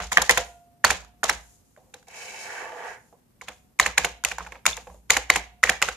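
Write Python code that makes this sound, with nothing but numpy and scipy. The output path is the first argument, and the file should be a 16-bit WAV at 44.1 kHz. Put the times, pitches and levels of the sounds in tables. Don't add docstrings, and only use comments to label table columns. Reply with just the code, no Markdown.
import sys
import numpy as np
from scipy import signal
from scipy.fft import rfft, irfft
from scipy.io import wavfile
from scipy.ndimage import uniform_filter1d

SR = 44100
rng = np.random.default_rng(int(sys.argv[2]) if len(sys.argv) > 2 else 0)


def attenuation_scalar(level_db):
    decades = np.asarray(level_db, float) / 20
    return 10 ** decades


def waveform_to_disk(signal):
    frames = np.transpose(np.atleast_2d(signal))
    scaled = np.clip(frames, -1, 1) * 32767
    samples = np.round(scaled).astype(np.int16)
    wavfile.write(sys.argv[1], SR, samples)


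N = 262836
TIME = np.arange(N) / SR
FREQ = np.fft.rfftfreq(N, 1 / SR)


def unit(x):
    return x / np.sqrt(np.mean(x ** 2))


def along(table, hz):
    points = np.array(table, float)
    return np.interp(np.log(hz + 1), np.log(points[:, 0]), points[:, 1])


def colour(x, table):
    return irfft(rfft(x) * attenuation_scalar(along(table, FREQ)), N)


def resonate(x, peaks):
    out = 0
    for hz, width, db in peaks:
        b, a = signal.iirpeak(hz, hz / width, SR)
        out = out + attenuation_scalar(db) * signal.lfilter(b, a, x)
    return out


def pair(alike_hz):
    mid, side = rfft(rng.standard_normal((2, N)))
    alike = 1 / (1 + (FREQ / alike_hz) ** 2)
    mid = mid * np.sqrt(1 + alike)
    side = side * np.sqrt(1 - alike)
    return unit(irfft(np.array([mid + side, mid - side]), N))


def flicker(rate, spread_db):
    hold = int(SR / rate)
    steps = np.repeat(rng.standard_normal(N // 8), hold)[:N]
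    return attenuation_scalar(spread_db * uniform_filter1d(steps, hold))


def fades(s, db, rise_s, t60):
    spikes = np.zeros(N)
    np.add.at(spikes, (s * SR).astype(int), attenuation_scalar(db))
    fall = np.exp(-np.log(1000) / (t60 * SR))
    rise = np.exp(-1 / (rise_s * SR))
    falling = signal.lfilter([1], [1, -fall], spikes)
    return signal.lfilter([1 - rise], [1, -rise], falling)


def add(out, s, x):
    i = int(s * SR)
    room_left = out[..., i:i + x.shape[-1]]
    room_left += x[..., :room_left.shape[-1]]


# t/s, peak level/dB, cap f/Hz, crack and rattle level/dB re peak
BUCKLES = [(0.001, -22, 1515, -11.5, -1), (0.294, -3.5, 1898, -2.5, -19), (0.8414, -7, 1745, -15.5, -12),
           (1.2312, -15, 1493, -16.5, -14), (3.4118, -33.5, 2200, -10.5, -19), (3.7903, -27, 2340, 2, -21),
           (3.975, -22.5, 1370, 0, -12.5), (4.238, -25, 1492, 6, -21), (4.6543, -17.5, 1394, 1.5, -26.5),
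           (5.099, -22, 1450, 2.5, -16), (5.296, -26.5, 1552, -1, -6), (5.6308, -13.5, 1316, -3.5, -22),
           (5.817, -17, 1530, -3, -14.5)]
LANDINGS = [(0.1195, -12.5, 1885, -6, -19), (0.1713, 4, 1820, -19.5, -32), (0.2995, -2.5, 1901, -18, -19.5),
            (0.8462, -2, 1346, -2, -17), (1.2392, -18.5, 1170, 8, -23), (3.4152, -37.5, 1960, 1.5, -14.5),
            (3.7975, 0.5, 2072, -4.5, -23), (3.9789, 0.5, 2202, -6.5, -28.5),
            (4.2484, -6.5, 2568, -3, -16.5), (4.3828, -24, 1530, -6.5, -17), (4.663, -2.5, 2458, 0, -19.5),
            (5.1034, 2, 2045, -4, -19), (5.3002, 3, 2072, -9.5, -28), (5.6365, 1.5, 1948, -10, -25),
            (5.8243, -3.5, 2608, -5, -21.5)]
RETURNS = [(0.2156, -16.5, 1300, -6, -25.5), (0.3741, -1, 1900, -12, -21.5),
           (0.9042, -3, 1574, -12.5, -23.5), (1.294, -5, 1705, -9, -25.5), (3.4832, -16.5, 2170, -19, -24),
           (3.8608, -4.5, 1800, -17, -24.5), (4.0459, -3.5, 1850, -13, -27),
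           (4.3152, -14, 1850, -18.5, -39), (4.4666, -27, 1770, -25, -43), (4.774, -23.5, 1723, -25, -20),
           (5.167, -2, 1847, -12.5, -29.5), (5.3587, -2, 1830, -13.5, -29), (5.6937, 0, 1795, -16, -24.5),
           (5.8849, -12.5, 2370, -22, -43)]
# t/s, peak level/dB, cap f/Hz, crack level/dB re peak
KNOCKS = [(0.1168, -26, 1300, 1.5), (0.1232, -20.5, 943, -7.5), (0.1268, -24.5, 1930, 4.5),
          (0.1295, -26.5, 1500, 7.5), (0.1816, -5.5, 1773, -27.5), (0.218, -16.5, 1900, 3.5),
          (0.2212, -18.5, 915, -0.5), (0.2245, -29, 1900, -2), (0.304, -14, 1900, -16.5),
          (0.3092, -17.5, 1040, 9.5), (0.388, -37.5, 2983, -11.5), (0.9072, -19, 1718, -0.5),
          (0.9261, -29.5, 1233, 5), (1.2804, -30, 930, 3), (1.2425, -18, 667, -8),
          (1.2512, -22.5, 1290, -7), (1.2969, -14, 1330, -6), (1.312, -35, 1900, -8.5),
          (4.397, -31.5, 1480, -15.5), (4.4048, -28, 1520, -29), (4.409, -30.5, 1160, -22),
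          (4.767, -37.5, 922, 12.5), (5.3373, -33, 2230, 7.5), (5.671, -23, 2160, -10),
          (0.1745, -9.5, 1796, -21.5), (0.195, -33.5, 1700, -6.5), (0.2035, -29, 1900, -11.5),
          (1.2335, -13, 1585, -6), (1.3045, -30.5, 4020, -10), (3.815, -26, 2220, -6.5),
          (3.833, -29.5, 2130, -8), (3.837, -31, 2170, -17.5), (4.384, -23.5, 914, -14),
          (5.65, -25, 1300, -14), (5.6545, -31, 1950, -13), (5.6735, -24, 2160, -12),
          (5.677, -36, 1900, -12), (5.704, -45, 930, -15), (5.8195, -20, 2340, -13),
          (0.8478, -8.5, 1040, -9.5), (5.1046, -10, 1608, -15.5), (5.301, -7.5, 1510, -15),
          (3.98, -7, 1657, -15.5), (5.8865, -15, 1450, -20), (3.7986, -11.5, 1200, -19),
          (4.6635, -16.5, 1315, -19.5), (5.8243, -18, 1295, -20.5)]
BRUSHES = [(1.0465, -48, 1250, 0), (1.774, -43.5, 610, -15), (1.9385, -37, 2700, -5),
           (1.9406, -41, 1495, 8), (1.944, -44.5, 850, -3.5), (1.763, -51.5, 1580, -9),
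           (2.027, -53, 1500, 3), (1.956, -52, 764, -11.5), (2.0744, -49, 807, -18.5),
           (2.0828, -48.5, 680, 11.5), (3.1256, -49.5, 700, -11.5), (3.4189, -36, 1057, -14.5),
           (3.519, -42, 2150, -5.5), (4.4226, -43, 712, -28), (4.447, -38.5, 1800, -13),
           (4.4636, -36.5, 1500, -13.5), (4.4741, -40, 900, -13), (4.487, -53, 806, -16),
           (4.5227, -33, 1745, -19), (4.547, -43.5, 2000, -15), (4.5544, -40, 2400, -26),
           (4.558, -42, 970, -37.5), (4.8697, -39, 1060, -13.5), (4.8987, -42.5, 1010, -10.5),
           (4.9108, -46.5, 610, -18), (4.943, -45, 590, -8), (4.426, -52, 800, -13),
           (4.4215, -47.5, 2500, -14), (4.5205, -33, 2400, -8.5), (4.523, -48.5, 2900, -20),
           (4.5475, -48.5, 900, -17), (4.872, -42.5, 2500, -14.5)]
THUD_DB = [2, -23.5, -6.5, -4, 6.5]
CYCLES = [5, 3.6, 1.45, 3.6, 4.6]
SIDE_DB = [-0.35, 1.4, -1.2, -.4, -.4]
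PLATE_DB = [-3, -8, -12, -4, -2]
# delay t/s, level/dB, f/Hz, crack level/dB, thud level/dB
LANDING_BOUNCE = (.009, -26.5, 761.5, -10.5, 2)
RETURN_BOUNCE = (.0095, -22.5, 821.5, -14, -3)
# delay t/s, level/dB, pitch multiple [1], crack level/dB, thud level/dB
STEM_CHIRP = (.0024, -13.5, 1.75, -10, -10.5)
SECOND_STOP = (.0028, -11, 1.5, -5.5, -4)
RETURN_ROCK = (.0012, -4, 1.05, -16, -20.5)


def impacts():
    buckle, landing, returning, knock, brush = range(5)
    rows = []

    def strike(s, db, hz, crack_db, thud_db, rattle_db, kind):
        rows.append((s, db, hz, crack_db, thud_db, rattle_db, CYCLES[kind], SIDE_DB[kind], PLATE_DB[kind]))

    def rebound(table, secondary, kind, follows_pitch):
        late, drop_db, pitch, crack_db, thud_db = secondary
        for s, db, hz, *_ in table:
            new_hz = hz * pitch if follows_pitch else pitch
            strike(s + late, db + drop_db, new_hz, crack_db, thud_db, -35.5, kind)

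    for table, kind in ((BUCKLES, buckle), (LANDINGS, landing), (RETURNS, returning)):
        for s, db, hz, crack_db, rattle_db in table:
            strike(s, db, hz, crack_db, THUD_DB[kind], rattle_db, kind)
    rebound(LANDINGS, LANDING_BOUNCE, knock, False)
    rebound(LANDINGS, STEM_CHIRP, knock, True)
    rebound(RETURNS, RETURN_BOUNCE, knock, False)
    rebound(RETURNS, SECOND_STOP, knock, True)
    rebound(RETURNS, RETURN_ROCK, returning, True)
    for table, kind, rattle_db in ((KNOCKS, knock, -21), (BRUSHES, brush, -20.5)):
        for s, db, hz, crack_db in table:
            strike(s, db, hz, crack_db, THUD_DB[kind], rattle_db, kind)
    return np.transpose(rows)


def blows(landing_db, return_db, slope):
    rows = []
    for table, base_db in ((LANDINGS, landing_db), (RETURNS, return_db)):
        rows += [(s, base_db + slope * db) for s, db, *_ in table]
    return np.transpose(rows)


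# f/Hz, level/dB
PLATE = [(720, -4), (1090, 0), (1350, -13), (1620, -3.5), (1940, -1.5), (2270, 0), (2590, -9.5),
         (3000, -6.5), (3600, -19.5)]
# t/s, lag of the left port [samples]
LAG = [
    (0, 5.5),
    (.6, 5),
    (.8, 3),
    (1.3, 3.5),
    (3.4, 0),
    (5.96, .3),
]


def caps(s, db, hz, cycles, side_db, plate_db):
    plate_t60_s, scatter_db = .017, 4
    out, t = np.zeros((2, N)), np.arange(1000) / SR
    chance = rng.uniform(-1.2, 1, size=(len(s), len(PLATE), 4))
    for start, gain, pitch, turns, pan, plate, rows in zip(s, attenuation_scalar(db), hz, cycles, side_db, plate_db, chance):
        lag = np.interp(start, *np.transpose(LAG)) / SR
        u = np.maximum(t - .0002 - np.array([[lag / 2], [-lag / 2]]), 0)
        ring = np.sin(2 * np.pi * pitch * u) * np.exp(-(u * pitch / turns) ** 2)
        late = 1 - np.exp(-(u / 0.00065) ** 2)
        fade = np.exp(-np.log(1000) * u / plate_t60_s) * late
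        for (mode_hz, mode_db), (size, detune, turn, skew) in zip(PLATE, rows):
            distance_db = 10.0 * np.log2(mode_hz / pitch) ** 2
            reach_db = plate + mode_db + scatter_db * size - distance_db
            phase = mode_hz * (1 + 0.074 * detune) * u + 0.22 + 0.36 * turn
            phase = phase + skew * np.array([[.09], [-.09]])
            ring += attenuation_scalar(reach_db) * np.sin(2 * np.pi * phase) * fade
        port_gain = gain * attenuation_scalar(4.0 + np.array([[pan], [-pan]]) / 2)
        add(out, start, port_gain * ring * (1 - np.exp(-u / 0.00036)))
    return out


# f/Hz, level/dB per Hz
CRACK = [(2500, -24.5), (3500, 4), (4200, -0.5), (5000, 0.5), (7000, 0), (9000, -4), (13000, -12.5),
         (15500, -28.5)]
# f/Hz, bandwidth/Hz, level/dB
SPRING = [(3880, 51, 0), (5330, 64, -4), (6970, 370, -2), (3170, 90, 0.5)]


def spring_crack(s, db):
    crack = unit(colour(pair(1600), CRACK)) * flicker(1500, 3.1) * fades(s, db, 0.0012, 0.012)
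    return crack + resonate(crack, SPRING)


# t/s, level/dB, T60/s
BUMPS = [
    (1.774, -33, 0.46),
    (1.831, -46, 1),
    (1.941, -33, 0.3),
    (3.126, -23, 0.15),
    (4.774, -14.5, 0.14),
    (4.869, -18.5, 0.21),
    (4.945, -31.5, 0.18),
]
# f/Hz, bandwidth/Hz, level/dB
CASE = [(203, 45, -17), (303, 40, -14), (400, 18, -17.5), (514, 51, -1.5), (750, 150, -4.5),
        (930, 21, -14.5)]


def case_thud(s, db):
    push = pair(2000) * (fades(s, db, .0015, .02) + fades(s, db - 13, .004, .14))
    flesh = signal.butter(3, [330, 950], "band", fs=SR, output="sos")
    soft = signal.sosfilt(flesh, pair(2000))
    push += soft * sum(fades(np.array([at]), bump_db, 0.00082, t60) for at, bump_db, t60 in BUMPS)
    return resonate(push, CASE)


# f/Hz, level/dB per Hz
RATTLE = [(200, -10.5), (304, -20.5), (487, -4), (1500, -6), (2300, -5), (3600, -5.5), (5000, -6.5),
          (6700, -7), (8620, -15.5), (13300, -28.5), (14100, -43), (15400, -80.5)]


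def rattle_and_scrape(s, db, crack_db):
    loose = rfft(unit(colour(pair(1900), RATTLE)))
    dull = irfft(loose / (1 + (FREQ / 3000) ** 4), N)
    bright = (irfft(loose, N) - dull) * flicker(250, 3.) * flicker(40, 2.)
    dull = dull * flicker(350, 2.5) * flicker(80, 1.5)
    rattle = bright * fades(s, db + 0.55 * (crack_db + 0.5), 0.016, 0.19)
    rattle += dull * fades(s, db, 0.001, 0.19)
    stop_s, travel_db = blows(-39, -28, 0.8)
    travel, travel_s = np.zeros(N), .0095
    swell = np.geomspace(.25, 1, int(travel_s * SR))
    for stop, gain in zip(stop_s, attenuation_scalar(travel_db)):
        add(travel, stop - travel_s, gain * swell)
    return rattle + (dull + bright) * travel


def keys():
    s, db, hz, crack_db, thud_db, rattle_db, cycles, side_db, plate_db = impacts()
    bang = caps(s, db, hz, cycles, side_db, plate_db)
    crack = spring_crack(s, db + crack_db)
    thud = case_thud(s, db + thud_db + 9.5)
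    return bang + crack + thud + rattle_and_scrape(s, db + rattle_db, crack_db)


# t/s, peak level/dB, f/Hz
TICKS = [(0.0335, -39, 890), (0.0484, -40, 796), (0.156, -43, 947), (0.1815, -21.5, 1020),
         (0.1826, -26.5, 2850), (0.195, -31.5, 1744), (0.2737, -38.5, 818), (0.3081, -17.5, 1650),
         (0.3357, -25, 2140), (0.3481, -40, 925), (0.3595, -37.5, 867), (0.9, -27, 970),
         (1.3116, -26, 2024), (1.3325, -34.5, 2131), (1.3357, -40.5, 5180), (3.8331, -42.5, 1098),
         (3.8471, -35, 1162), (3.8965, -37, 1399), (4.0164, -33, 3079), (4.0347, -40.0, 904),
         (4.2692, -38, 1571), (4.4049, -32, 1098), (4.4683, -39.5, 861), (4.6719, -35, 647),
         (4.777, -42.5, 3639), (5.1225, -28.5, 5030), (5.1436, -29, 4306), (5.1437, -25, 2131),
         (5.1532, -37, 840), (5.2241, -41.0, 824), (5.319, -25.5, 1851), (5.3373, -24.5, 3186),
         (5.3897, -37, 818), (5.3943, -37, 2088), (5.4177, -45, 1614), (5.6534, -27.0, 1873),
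         (5.6727, -19, 2180), (5.7292, -34.0, 1851), (5.7365, -40, 775), (5.7512, -38.0, 882),
         (5.7647, -42.0, 1701), (5.906, -35, 1507)]


def ticks():
    s, db, hz = np.transpose(TICKS)
    same = np.ones(len(s))
    return caps(s, db, hz, 5.1 * same, -.4 * same, -8.5 * same)


def ringing(s, db, hz, modes, rise_s, spread, scatter):
    longest = max(t60 for _, _, t60 in modes)
    out, t = np.zeros((2, N)), np.arange(int(min(1, 1.2 * longest) * SR)) / SR
    chance = rng.uniform(-0.77, 1, size=(len(s), len(modes), 3))
    for start, gain, pitch, rows in zip(s, attenuation_scalar(db), hz, chance):
        for (multiple, mode_db, t60), (turn, detune, skew) in zip(modes, rows):
            phase = pitch * multiple * (1 + spread * detune) * t + scatter * turn
            phase = phase + np.array([[.04], [-.04]]) * skew
            envelope = np.exp(-np.log(1000) * t / t60) * (1 - np.exp(-t / rise_s))
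            add(out, start, gain * attenuation_scalar(mode_db) * np.sin(2 * np.pi * phase) * envelope)
    return out


# t/s, thump level/dB
THUMPS = [
    (0, -34),
    (0.3, -41),
    (0.849, -32),
    (0.902, -37.5),
    (1.288, -36),
    (4.387, -40),
    (4.87, -40.5),
]
# f/Hz, level/dB, T60/s
DESK = [(57.4, -2, 0.5), (70.6, -3, 0.27), (48, -9, 0.35), (176.6, -10, 0.3), (119, -10.5, 0.11)]


def desk_boom():
    s, thump_db = np.hstack([blows(-36.5, -45, 0.61), np.transpose(THUMPS)])
    return ringing(s, thump_db + 7.0, np.ones(len(s)), DESK, 0.051, 0.019, 0.42)


# t/s, level/dB, f/Hz
PLUCKS = [
    (0, -47, 716),
    (.378, -40.5, 697.5),
    (.906, -51.5, 714),
    (1.3, -58, 707),
    (3.485, -63, 732),
    (4.048, -50, 702),
    (5.17, -53.5, 731.5),
    (5.36, -50, 714),
    (5.7, -60, 715),
]
# multiple of its pitch [1], level/dB, T60/s
WIRE = [(1, 0, 1.1), (.994, 10, .22), (1.0232, -10, .9), (2.025, -9, .55), (1.322, -3, .25)]


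def stabiliser_wire():
    return ringing(*np.transpose(PLUCKS), WIRE, .004, 0, 0)


# t/s, level/dB, f/Hz
PINGS = [(0.31, -23, 4400), (0.38, -21.5, 3500), (0.8515, -13, 4400), (1.3037, -25.5, 4100),
         (3.83, -23, 4000), (3.487, -46, 4000), (4.73, -25.5, 3500), (5.109, -22, 4000), (5.141, -23, 2200),
         (5.317, -23.5, 4500), (4.675, -24.5, 6900), (4.055, -34, 6900), (1.297, -19.5, 5500),
         (5.36, -28, 8300), (5.338, -34.5, 2200), (5.697, -27, 6200), (3.797, -16.5, 6890),
         (5.8245, -18.5, 6900)]
# multiple of the ping pitch [1], level/dB, T60/s
COIL = [(1, 2, 0.025), (1.035, -2.5, .025)]


def spring_pings():
    return ringing(*np.transpose(PINGS), COIL, 0.0004, 0, 1)


def while_on(table):
    s, *columns = np.transpose(table)
    db, *rest = (np.interp(TIME, s, column) for column in columns)
    inside = (TIME > s[0]) & (TIME < s[-1])
    return np.where(inside, db, -140), *rest


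# t/s, level/dB, weight on the feet [dB of treble lost], squeal of the middle modes/dB
DRAG = [
    (2.07, -57.5, 3, -3),
    (2.16, -45.5, -2, -2.5),
    (2.42, -46, -5.5, 0),
    (2.5, -41, 1.5, 4.5),
    (2.62, -36, 9, 0.5),
    (2.75, -40, 15.5, -5),
    (2.86, -35, 13.5, -2.5),
    (2.95, -46, 5.5, 4.5),
    (2.98, -57, 11.5, 6.5),
    (3.09, -71.5, 12.5, 0.5),
]
# f/Hz, bandwidth/Hz, level/dB
DRAG_LOW = [(424, 43, -1), (509, 94, 9), (700, 185, 10), (857, 130, 6.5)]
# f/Hz, bandwidth/Hz, level/dB
DRAG_MID = [(1135, 170, 2), (1450, 250, -10), (1635, 410, 11.5), (1900, 450, 2)]
# f/Hz, bandwidth/Hz, level/dB
DRAG_HIGH = [(2256, 108, 3.5), (2326, 540, 4.5), (2610, 126, 3), (2948, 250, -1)]
# f/Hz, bandwidth/Hz, level/dB
DRAG_HEAVY = [(506, 28, 0.5), (655, 35, 1), (860, 59, 1.5), (1149, 50, 8), (1700, 80, -4.5),
              (1960, 65, -8.5), (2200, 44.8, -6)]
LIGHT_DB = [1, -2]
DULLING = [1, 0.99]
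# f/Hz, level/dB per Hz
HISS = [(3400, -13.5), (4000, -0.5), (4700, 2), (5400, 3), (6000, 0.5), (6650, 0.5), (7400, 0), (9000, -4),
        (13000, -16.5), (15500, -23)]
# f/Hz, bandwidth/Hz, level/dB
HISS_PEAKS = [(5540, 200, -5.5), (6620, 120, -1.5), (3860, 130, 3)]


def drag():
    db, weight, mid_db = while_on(DRAG)
    high_db, hiss_db = (light - loss * weight for light, loss in zip(LIGHT_DB, DULLING))
    layers = 0
    for peaks, share_db in ((DRAG_LOW, 0), (DRAG_MID, mid_db), (DRAG_HIGH, high_db)):
        slips = pair(1200) * flicker(900, 3.) * flicker(60, 1.)
        layers = layers + attenuation_scalar(share_db) * unit(resonate(resonate(slips, peaks), peaks))
    layers = layers + attenuation_scalar(-11 + 0.28 * weight) * unit(resonate(slips, DRAG_HEAVY))
    hiss = unit(colour(pair(900), HISS)) * flicker(200, 1.5) * flicker(25, 1.)
    hiss = hiss + resonate(hiss, HISS_PEAKS)
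    return attenuation_scalar(db) * (layers + attenuation_scalar(hiss_db) * hiss)


# t/s, level/dB, duration/s
MOVES = [
    (0.445, -52.5, 0.022),
    (1.365, -58.5, 0.18),
    (1.646, -72, 0.45),
    (2.964, -66.5, 0.13),
    (3.532, -62, 0.018),
    (4.789, -61.5, 0.15),
]
# f/Hz, level/dB per Hz
RUSTLE = [(1500, -10), (4000, -2), (7000, 7), (10000, 2), (13500, -6.5), (15000, -20)]


def rustle():
    envelope = 0
    for s, db, lasts in MOVES:
        settle_db = 129.5 * np.maximum(TIME - s - lasts, 0)
        envelope = envelope + (TIME > s) * attenuation_scalar(db - settle_db)
    return unit(colour(pair(900), RUSTLE)) * envelope


# f/Hz, T60/s
ROOM_T60 = [(150, 0.073), (500, 0.42), (1500, 0.27), (4000, 0.38), (10000, 0.17)]


def room(x):
    t = np.maximum(TIME - .006, 0)
    spectrum, echo = rfft(pair(700)), 0
    for hz in 100 * 2. ** np.arange(8):
        octave = np.exp(-(np.log2((FREQ + 1) / hz) / .65) ** 2)
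        decay = np.exp(-np.log(1000) * t / along(ROOM_T60, hz))
        echo = echo + irfft(spectrum * octave, N) * decay
    echo = (echo * (1 - np.exp(-t / 0.024)))[:, :SR]
    return signal.fftconvolve(x.mean(axis=0)[None], echo, axes=1)[:, :N]


# f/Hz, level/dB
HOUSING = [(3000, -2.5), (4900, -4.5), (6000, -2.5), (6750, -0.5), (7600, -2.5), (8500, -4), (12000, -1.5)]
# f/Hz, level/dB
PORTS = [(100, -1), (2000, -3), (5000, -2), (6800, 9), (8000, 2.5), (9000, -8), (14000, -9.5)]


def phone(airborne, structure_borne):
    heard = colour(airborne, HOUSING) + structure_borne
    tilt = attenuation_scalar(along(PORTS, FREQ) / 2)
    return irfft(rfft(heard) * np.array([tilt, 1 / tilt]), N)


# f/Hz, level/dB per Hz
FLOOR = [(15, -44), (25, -17), (44, -5), (64, -7), (110, -4.5), (164, -8), (198, -6), (233, -6), (330, -16),
         (420, -15.5), (1370, -26.5), (3500, -33), (7000, -33), (13500, -29.5), (15400, -44.5)]


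def background():
    floor_db = -62
    return attenuation_scalar(floor_db) * unit(colour(pair(210), FLOOR)) * flicker(78, 0.86)


def scene():
    near = keys() + drag() + rustle() + ticks()
    airborne = near + attenuation_scalar(-42.5) * room(near)
    structure_borne = desk_boom() + stabiliser_wire() + spring_pings()
    return phone(airborne, structure_borne) + background()


def low_pass(x):
    return signal.sosfilt(signal.butter(12, 15570, fs=SR, output="sos"), x)


def record(dry):
    band = signal.sosfilt(signal.butter(3, 38, "high", fs=SR, output="sos"), dry)
    band = signal.sosfilt(signal.ellip(6, .5, 40, 14100, fs=SR, output="sos"), band)
    limited = band / (1 + band ** 8) ** (1 / 8)
    return low_pass(limited)


dry = scene()
out = record(dry)
waveform_to_disk(out)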